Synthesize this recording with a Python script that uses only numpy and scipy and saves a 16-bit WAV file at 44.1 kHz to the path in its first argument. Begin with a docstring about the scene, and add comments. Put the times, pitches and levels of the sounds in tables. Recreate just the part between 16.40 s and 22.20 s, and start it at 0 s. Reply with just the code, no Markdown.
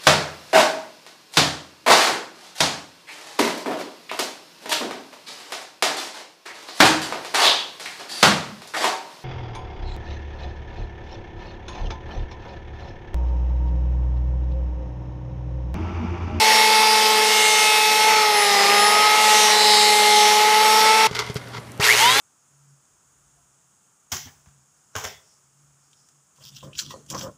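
"""Outdoors in a yard, an electric hand planer shaves a board edge, heard from right beside its chip port.
After a cut it is heard from a step away: standing still, set on the board with knocks and a scrape, starting up.
A belt ties the motor shaft to the two-knife drum, so both families of tones glide together.
Tones are sines at multiples of shaft speed; air is shaped noise chopped by the knives;
knocks, grit and the motor's buzz are impulses and noise that excite resonances."""
import sys
import numpy as np
from scipy import signal
from scipy.fft import rfft, irfft, next_fast_len
from scipy.io import wavfile
from scipy.ndimage import uniform_filter1d, map_coordinates

SR = 44100
rng = np.random.default_rng(int(sys.argv[2]) if len(sys.argv) > 2 else 0)


def dump_mix(stems):
    """Bounce the given channels to the path in sys.argv[1] as a 16-bit WAV at rate SR."""
    frames = np.atleast_2d(stems).T  # one column per channel
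    limited = np.clip(frames, -1, 1)  # hard clip at full scale
    pcm = np.round(limited * 32767).astype(np.int16)
    wavfile.write(sys.argv[1], SR, pcm)


N = 255780
TIME = np.arange(N) / SR
CUT_S, SWITCH_S = 4.672, 5.398  # end of the close view, start of the motor
BELT = 2.109  # motor turns per drum turn


def amp(db):
    """The decibel law: amplitude ratio of a level in dB."""
    return 10 ** (np.asarray(db) / 20)


def unit(x):
    """Normalisation to an rms of 1."""
    return x / np.sqrt(np.mean(x ** 2) + 1e-20)


def curves(rows):
    """Linear interpolation: one value per sample for each column after the time."""
    s, *columns = np.transpose(rows)
    return [np.interp(TIME, s, column) for column in columns]


def wobble(rate_hz):
    """Slow random modulation: straight lines between random knots, rate_hz of them a second."""
    knots = rng.standard_normal(int(N * rate_hz / SR) + 4)
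    return map_coordinates(knots, [TIME * rate_hz], order=1)


def bell(x, middle, length):
    """Gaussian window that is 1 at its middle and 1/e half a length away."""
    return np.exp(-(2 * (x - middle) / length) ** 2)


def peaked(rows, x):
    """Power sum of bells: a gain that rises to each row's dB around its middle."""
    power = sum(amp(2 * db) * bell(x, middle, length) for middle, length, db in rows)
    return np.sqrt(power)


def filtered(x, response):
    """Linear filtering: the spectrum of x times a complex response of frequency."""
    m = next_fast_len(N + SR // 4)
    return irfft(rfft(x, m) * response(np.fft.rfftfreq(m, 1 / SR)), m)[:N]


def along(points, hz):
    """Spectral envelope in dB, interpolated on a log frequency axis."""
    point_hz, db = np.transpose(points)
    return np.interp(np.log(hz + 1), np.log(point_hz), db, -120, -120)


def resonance(hz, centre_hz, width_hz):
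    """Damped oscillator's band-pass response, with gain 1 at its centre."""
    damping = 1j * hz * width_hz
    return damping / (centre_hz ** 2 - hz * hz + damping)


def body(hz):
    """Modal superposition: resonances of the housing, sole and board, with alternating sign."""
    # modes: centre_hz, width_hz, gain_db
    modes = [(421, 24, 8), (946, 61, 5), (1140, 110, 2.5), (1404, 170, 4), (2080, 140, 6.5), (3300, 730, 0),
             (4540, 850, 3.5), (5680, 2400, -2)]
    return sum((-1) ** k * amp(db) * resonance(hz, centre, width)
               for k, (centre, width, db) in enumerate(modes))


def rush(spectrum, gate, patchy_db):
    """Turbulence noise of rms 1: gated, with random gain in patches of time and frequency."""
    z = signal.stft(gate * rng.standard_normal(N), nperseg=512)[2]
    field = rng.standard_normal(z.shape)
    field = uniform_filter1d(uniform_filter1d(field, 5, 0), 12, 1)
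    x = signal.istft(z * amp(patchy_db * unit(field)), nperseg=512)[1][:N]
    return unit(filtered(x, lambda hz: amp(along(spectrum, hz))))


def tone(angle, db, flutter_db):
    """Rotational order: a sine locked to an angle, its strength and phase modulated at random."""
    size = np.sqrt(2) * amp(db + flutter_db * wobble(30))
    return size * np.sin(angle + 0.11 * wobble(40) + rng.uniform(0, 2 * np.pi))


def air_levels(table, parts):
    """Spectral balance: each part follows the level and its own share of the brightness, in dB."""
    level_db, bright_db = curves(table)
    return [db + level_db + share * bright_db for db, share in parts]


def air(drum, levels_db):
    """Flow modulation: the knives chop the air stream twice a turn, one harder than the other."""
    # noise shaped by the housing, the port, the jet and as hiss: frequency_hz, relative level_db
    housing = [(24, -87), (40, -39.5), (214, -22), (371, -20), (427, -13), (729, -10.5), (852, -7),
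               (997, -11.5), (1280, -10.5), (1700, -23.5), (2210, -55), (3740, -120)]
    port = [(1300, -16), (1650, -7.5), (1950, -0.5), (2250, -4), (2900, -4.5), (3300, -42)]
    jet = [(2600, -25), (3000, 1), (4200, 1), (5500, -2.5), (6200, -7), (6800, -38)]
    hiss = [(5400, -16), (6200, -0.5), (8000, -3), (10500, -5), (12000, -8.5), (13000, -6.5), (15000, -18),
            (16000, -18)]
    chop = np.exp(0.11 * np.cos(drum) + 0.32 * np.cos(2 * drum))
    parts = [rush(housing, chop, 1.3), rush(port, chop, 1.1), rush(jet, chop, 1.13), rush(hiss, chop, 2.26)]
    return sum(amp(db) * part for db, part in zip(levels_db, parts))


def yard():
    """Ambient sound: far traffic and leaves as broadband noise, a mains hum as tones, from the cut on."""
    # yard noise: frequency_hz, relative level_db
    spectrum = [(20, -23), (85, 8), (200, 1.5), (330, -1.5), (670, -4.5), (900, -6.5), (2000, -11.5),
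                (5000, -23), (10000, -23), (14500, -34), (16000, -45)]
    # mains hum nearby: frequency_hz, rms level_db
    hum_tones = [(120, -41)]
    level_db = -41
    hum = sum(tone(2 * np.pi * hz * TIME, db, .4) for hz, db in hum_tones)
    return (amp(level_db) * rush(spectrum, 1, 1.5) + hum) * (TIME > CUT_S)


def handling():
    """Impact and noise excitation: knocks ring the body and thud in the board, rough noise fills its modes."""
    # knocks, the sole meeting the board, the last two rows the click of the switch: start_s, blow_db (drive of
    # the body), thud_db
    knocks = [(4.712, -8, -15.5), (4.75, 1, -37), (4.754, 0, -32), (4.766, -2, -38.5), (4.7908, 9, -27.5),
              (4.798, -1, -35.5), (4.843, -16, -40.5), (4.865, -10, -35.5), (4.899, -7, -15.5),
              (4.9585, -7, -12), (4.966, -3, -31.5), (5.183, -20, -23), (5.397, -26, -9.5), (5.4, 1, -30)]
    # grit snaps: start_s, drive_db
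    ticks = [(4.8344, -42), (4.9442, -27), (4.9541, -30), (4.9716, -30), (5.0844, -38), (5.1994, -40),
             (5.319, -32), (5.3772, -36), (5.4121, -19), (5.5752, -13)]
    # rough noise: the dying end of the cut, then the sole sliding on wood: middle_s, length_s, level_db
    rough_spells = [(4.67, 0.034, -28), (4.8, 0.12, -31), (5, 0.38, -45), (5.16, 0.045, -34.5)]
    blows, thuds, snaps = np.zeros(N), np.zeros(N), np.zeros(N)
    t = np.arange(SR // 8) / SR

    for s, db, thud_db in knocks:
        span = slice(round(s * SR), round(s * SR) + len(t))
        contact = 0.11 * amp(-60 * t / 0.071) * rng.standard_normal(len(t))  # loose parts settle
        contact[0] = -1  # after one sharp blow
        blows[span] += amp(db) * contact
        thud = np.sin(2 * np.pi * 140 * t) * amp(-60 * t / 0.031)
        thud += 0.3 * np.sin(2 * np.pi * 410 * t) * amp(-60 * t / 0.05)
        thuds[span] -= amp(thud_db) * thud
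    for s, db in ticks:
        snaps[round(s * SR):][:len(t)] += amp(db - 60 * t / 0.01) * rng.standard_normal(len(t))

    grit = rng.standard_normal(N) * amp(3.5 * wobble(200))
    muffled = filtered(grit, lambda hz: body(hz) / (1 + 1j * hz / 1800))  # soft wood dulls it
    rough_noise = peaked(rough_spells, TIME) * unit(muffled) * (TIME > CUT_S) * (TIME < SWITCH_S)
    ringing = filtered(blows, lambda hz: body(hz) / (1 + 1j * hz / 7000))
    brittle = filtered(snaps, lambda hz: resonance(hz, 7500, 6000))
    return ringing + thuds + brittle + rough_noise


def start_up():
    """Exponential run-up: motor and drum orders sweep through resonances and flare there."""
    # air of the start-up: time_s, level_db, brightness_db
    air_curve = [(5.4, -10, -13), (5.425, -3.5, -1), (5.45, 3.5, 0), (5.5, 1, 2.5), (5.55, 1, -1),
                 (5.6, 2.5, 1), (5.64, 0.5, 0), (5.74, 0, 0), (5.8, 1, 0)]
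    # housing, port, jet, hiss: base level_db, share of the brightness
    air_parts = [(-28.5, -1.5), (-19, -0.44), (-24.5, 0.97), (-24, 1.3)]
    # where the casing radiates the rotor slots: centre_hz, width_hz, level_db
    slot_peaks = [(960, 280, -27), (2030, 550, -13), (3430, 1100, -22)]
    # where it radiates the motor fan's blades: centre_hz, width_hz, level_db
    fan_peak = [(3200, 640, -22)]
    # where it radiates the commutator's overtone: centre_hz, width_hz, level_db
    brush_peak = [(3800, 2800, -23.5)]
    # where the chip port howls with drum order 8: centre_hz, width_hz, level_db
    howl_peak = [(946, 134, -16)]
    # unloaded drum orders: multiple, level_db at 140 turns a second ahead of the port resonance
    idle_orders = [(2, -41), (4, -40), (6, -38), (10, -36), (12, -33), (14, -38), (16, -33)]
    free_hz, run_up_s, mains_hz = 160, .195, 60  # drum speed headed for, time constant, supply

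    running_s = np.clip(TIME - SWITCH_S + .006, 0, 1)  # already turning a little at the switch time
    drum_hz = free_hz * (1 - np.exp(-running_s / run_up_s))
    drum = 2 * np.pi * np.cumsum(drum_hz) / SR
    motor, motor_hz = BELT * drum, BELT * drum_hz
    current = np.sin(2 * np.pi * mains_hz * TIME + 1.35) ** 2  # the field pulls twice in each mains cycle
    jitter = 1.1 * wobble(170)  # radians; random phase jitter that roughens the sweeping tones

    slots = tone(14 * motor + jitter, 0, 1.5) * peaked(slot_peaks, 14 * motor_hz) * unit(.12 + current)
    fan = tone(12 * motor + jitter, 0, 3) * peaked(fan_peak, 12 * motor_hz)
    brushes = tone(48 * motor + 2.2 * wobble(700), 0, 3) * peaked(brush_peak, 48 * motor_hz)
    howl = tone(8 * drum, 0, 1.5) * peaked(howl_peak, 8 * drum_hz)
    siren = sum(tone(k * drum + .6 * wobble(60), db, 3.6) for k, db in idle_orders)
    siren = siren * (drum_hz / 140) ** 4
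    flare = filtered(siren, lambda hz: 1 + 4 * resonance(hz, 930, 170))  # chip port resonance

    air_db = air_levels(air_curve, air_parts)
    buzz = unit(filtered((0.85 + current) * rng.standard_normal(N), body))
    buzz = amp(air_db[1] - 2.0) * buzz  # follows the port's air
    rough = amp(1.2 * wobble(90) + 0.98 * current)  # brushes spark and chatter under the starting current
    out = slots + fan + brushes + howl + flare + buzz + air(drum, air_db) * rough / 1.26
    return out * np.clip((TIME - SWITCH_S) / 0.013, 0, 1)


def knives(drum, drum_hz):
    """Harmonic series of the knives' blows: drum orders, of which groups of neighbours swell together."""
    # usual level of the drum orders, each wavering at random: frequency_hz, level_db per order
    usual = [(600, -46), (1100, -40), (2000, -44), (4000, -39.5), (8000, -50), (13000, -61)]
    # spells when groups of neighbouring orders grow louder, two of them a narrow whistle near 1900 Hz:
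    # middle_s, length_s, centre_hz, width_hz, level_db per order
    swells = [(0.27, .6, 3650, 460, -32.5), (0.57, 0.54, 4880, 300, -28.5), (1.03, 0.38, 2850, 400, -28),
              (1.2, 0.55, 3560, 390, -31.5), (1.12, 0.3, 6200, 320, -30.5), (1.12, 0.44, 8300, 2100, -38.5),
              (2.89, 0.21, 2700, 200, -27.5), (3.004, 0.16, 5940, 1050, -29),
              (2.95, 0.28, 5700, 8900, -38.5), (3.285, 0.32, 3970, 590, -25),
              (3.33, 0.22, 4840, 750, -27.5), (3.48, .4, 4270, 550, -30), (3.8, 0.35, 3600, 1200, -32),
              (3.82, 0.26, 6000, 1000, -32), (3.41, 0.53, 7800, 3300, -38.5), (2.3, 0.51, 1860, 140, -32),
              (3.03, 0.34, 1915, 220, -27.5), (0.73, 0.43, 1085, 100, -33)]
    out, step = np.zeros(N), 128  # levels are computed every 128 samples
    t = TIME[::step]
    for k in range(3, 60):
        hz = k * drum_hz[::step]
        power = amp(2 * along(usual, hz) + 8.8 * wobble(2.9)[::step])
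        late = t - rng.normal(0, 0.015)  # the orders do not rise all at once
        for s, length, centre, width, db in swells:
            power = power + amp(2 * db) * bell(late, s, length) * bell(hz, centre, width)
        size = np.sqrt(2 * power) * amp(2.23 * wobble(14)[::step])
        out += np.interp(TIME, t, size) * np.cos(k * drum + rng.normal(0, 0.98))
    return out


def shaving():
    """Order spectrum of two geared shafts, close by: drum tones, motor whistles, knife blows and air."""
    # the drum slows under load: time_s, drum_hz (turns a second)
    speed = [(0, 218.4), (0.45, 217.3), (1.2, 214.42), (1.4, 214.65), (1.6, 215.42), (1.7, 217.33),
             (1.8, 214.82), (2.2, 199.81), (2.5, 208.83), (2.7, 212.79), (2.8, 214.06), (3.4, 210.72),
             (3.6, 210.35), (3.8, 210.71), (4.0, 212.09), (4.2, 215.18), (4.67, 220.5)]
    # strong tones, in the sequence of `orders`: usual rms level_db, spells as the planer moves
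    # (each spell: middle_s, length_s, change_db)
    strong_tones = [(-40, [(1.3, 0.54, -10.5), (1.9, 0.34, -12), (2.71, .2, -10), (4.06, 0.14, -6.5)]),
                    (-27.5, [(.3, 0.88, -2.5), (.75, 0.29, 3), (1.4, .5, -4.5), (2.75, 0.46, -4),
                    (3.65, .7, 2)]), (-18.5, [(1.1, 0.97, -3.5), (1.7, 0.17, 3.5), (2.2, 1, -3),
                    (2.88, 0.22, 1.5), (3.16, 0.25, -2), (3.76, 0.22, 2), (4.3, 0.73, 2.5)]),
                    (-29.5, [(.14, 0.28, -24), (1.3, .3, 1.5), (1.8, .15, 4.5), (2.55, 0.88, 9),
                    (3.3, 0.35, -6), (4.5, 0.66, 6)]), (-28, [(.2, 0.34, 4), (.7, .3, -2),
                    (1.08, 0.44, 6.5), (1.66, 0.13, 4), (2.71, 0.22, 5), (3.16, 0.18, -5),
                    (3.65, 0.31, 5.5), (4.36, 0.13, -2)]), (-29, [(1.02, 0.24, -11), (1.36, .35, 6),
                    (2, 0.34, -21), (2.41, 0.18, -20), (2.75, .45, -8), (3.7, 0.9, -30), (4.3, 0.18, -12)]),
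                    (-30, [(.16, 0.11, 5.5), (.75, 0.17, -2), (1.06, 0.13, -7), (1.7, 0.093, 1),
                    (2.35, 0.6, 3.5), (2.95, 0.39, -8), (3.6, .15, -8), (4.1, 0.21, -12),
                    (4.38, 0.16, 3.5)]), (-45, [(.3, .7, 8.5), (1.36, .2, 5), (1.72, 0.32, -20),
                    (3.05, .5, -12)])]
    # weak motor orders: multiple of motor speed, level_db
    shaft_orders = [(1, -38), (2, -37.5), (3, -43.5), (5, -38), (14, -43.5)]
    # air as the port swings about: time_s, level_db, brightness_db
    air_curve = [(0, 0.5, 0), (.12, 3, 0), (.32, 0.1, 0.5), (.62, -0.5, 2), (1.03, 0, 1.5), (1.56, -1, 3),
                 (1.7, 0.7, -1.5), (1.9, -2.5, -0.5), (2.21, 0.8, -2.2), (2.45, 0.4, -3), (2.73, .5, -2),
                 (2.9, 0.5, 0), (3.04, 2, 0), (3.19, -1, -2.7), (3.33, 0.2, 1.5), (3.52, 0, 0),
                 (3.9, 0.4, 0.5), (4.01, -0.4, -0.9), (4.36, 0.8, 0.5), (4.67, 0.5, -1.5)]
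    # housing, port, jet, hiss: base level_db, share of the brightness
    air_parts = [(-27.5, -0.85), (-24.5, -0.49), (-23.5, 0.28), (-28.5, 0.69)]
    # a cavity that lifts the commutator's whine when the load pulls it down there
    sing_hz, sing_width_hz, sing_db = 10500, 470, 17.5

    drum_hz = curves(speed)[0]
    drum = 2 * np.pi * np.cumsum(drum_hz) / SR
    orders = 1, 2, 4, 6, 10, 12, 12 * BELT, 24 * BELT  # last two: motor fan's blades, commutator
    out = 0
    for k, (db, spells) in zip(orders, strong_tones):
        db = db + sum(change * bell(TIME, s, length) for s, length, change in spells)
        db = db + sing_db * bell(k * drum_hz, sing_hz, sing_width_hz)
        out = out + tone(k * drum, db, 0.61)
    out *= amp(0.53 * wobble(12))  # the grain of the wood changes along the cut
    out += sum(tone(k * BELT * drum, db, 2.0) for k, db in shaft_orders)
    out += knives(drum, drum_hz) + air(drum, air_levels(air_curve, air_parts))
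    return out * np.clip((CUT_S - TIME) / 0.0023, 0, 1)


def scene():
    """Linear superposition of the yard, the handling, the start-up and the shaving."""
    return (yard() + handling() + start_up() + shaving())[None]


def record(dry):
    """Soft saturation of peaks, then a bass cut at 70 Hz and a sharp upper band limit."""
    top_hz = 15300
    soft = dry[0] / (1 + np.abs(dry[0] / .95) ** 4) ** (1 / 4)
    return filtered(soft, lambda hz: (hz < top_hz) * (1j * hz / (70 + 1j * hz)) ** 2)[None]


dry = scene()
out = record(dry)
dump_mix(out)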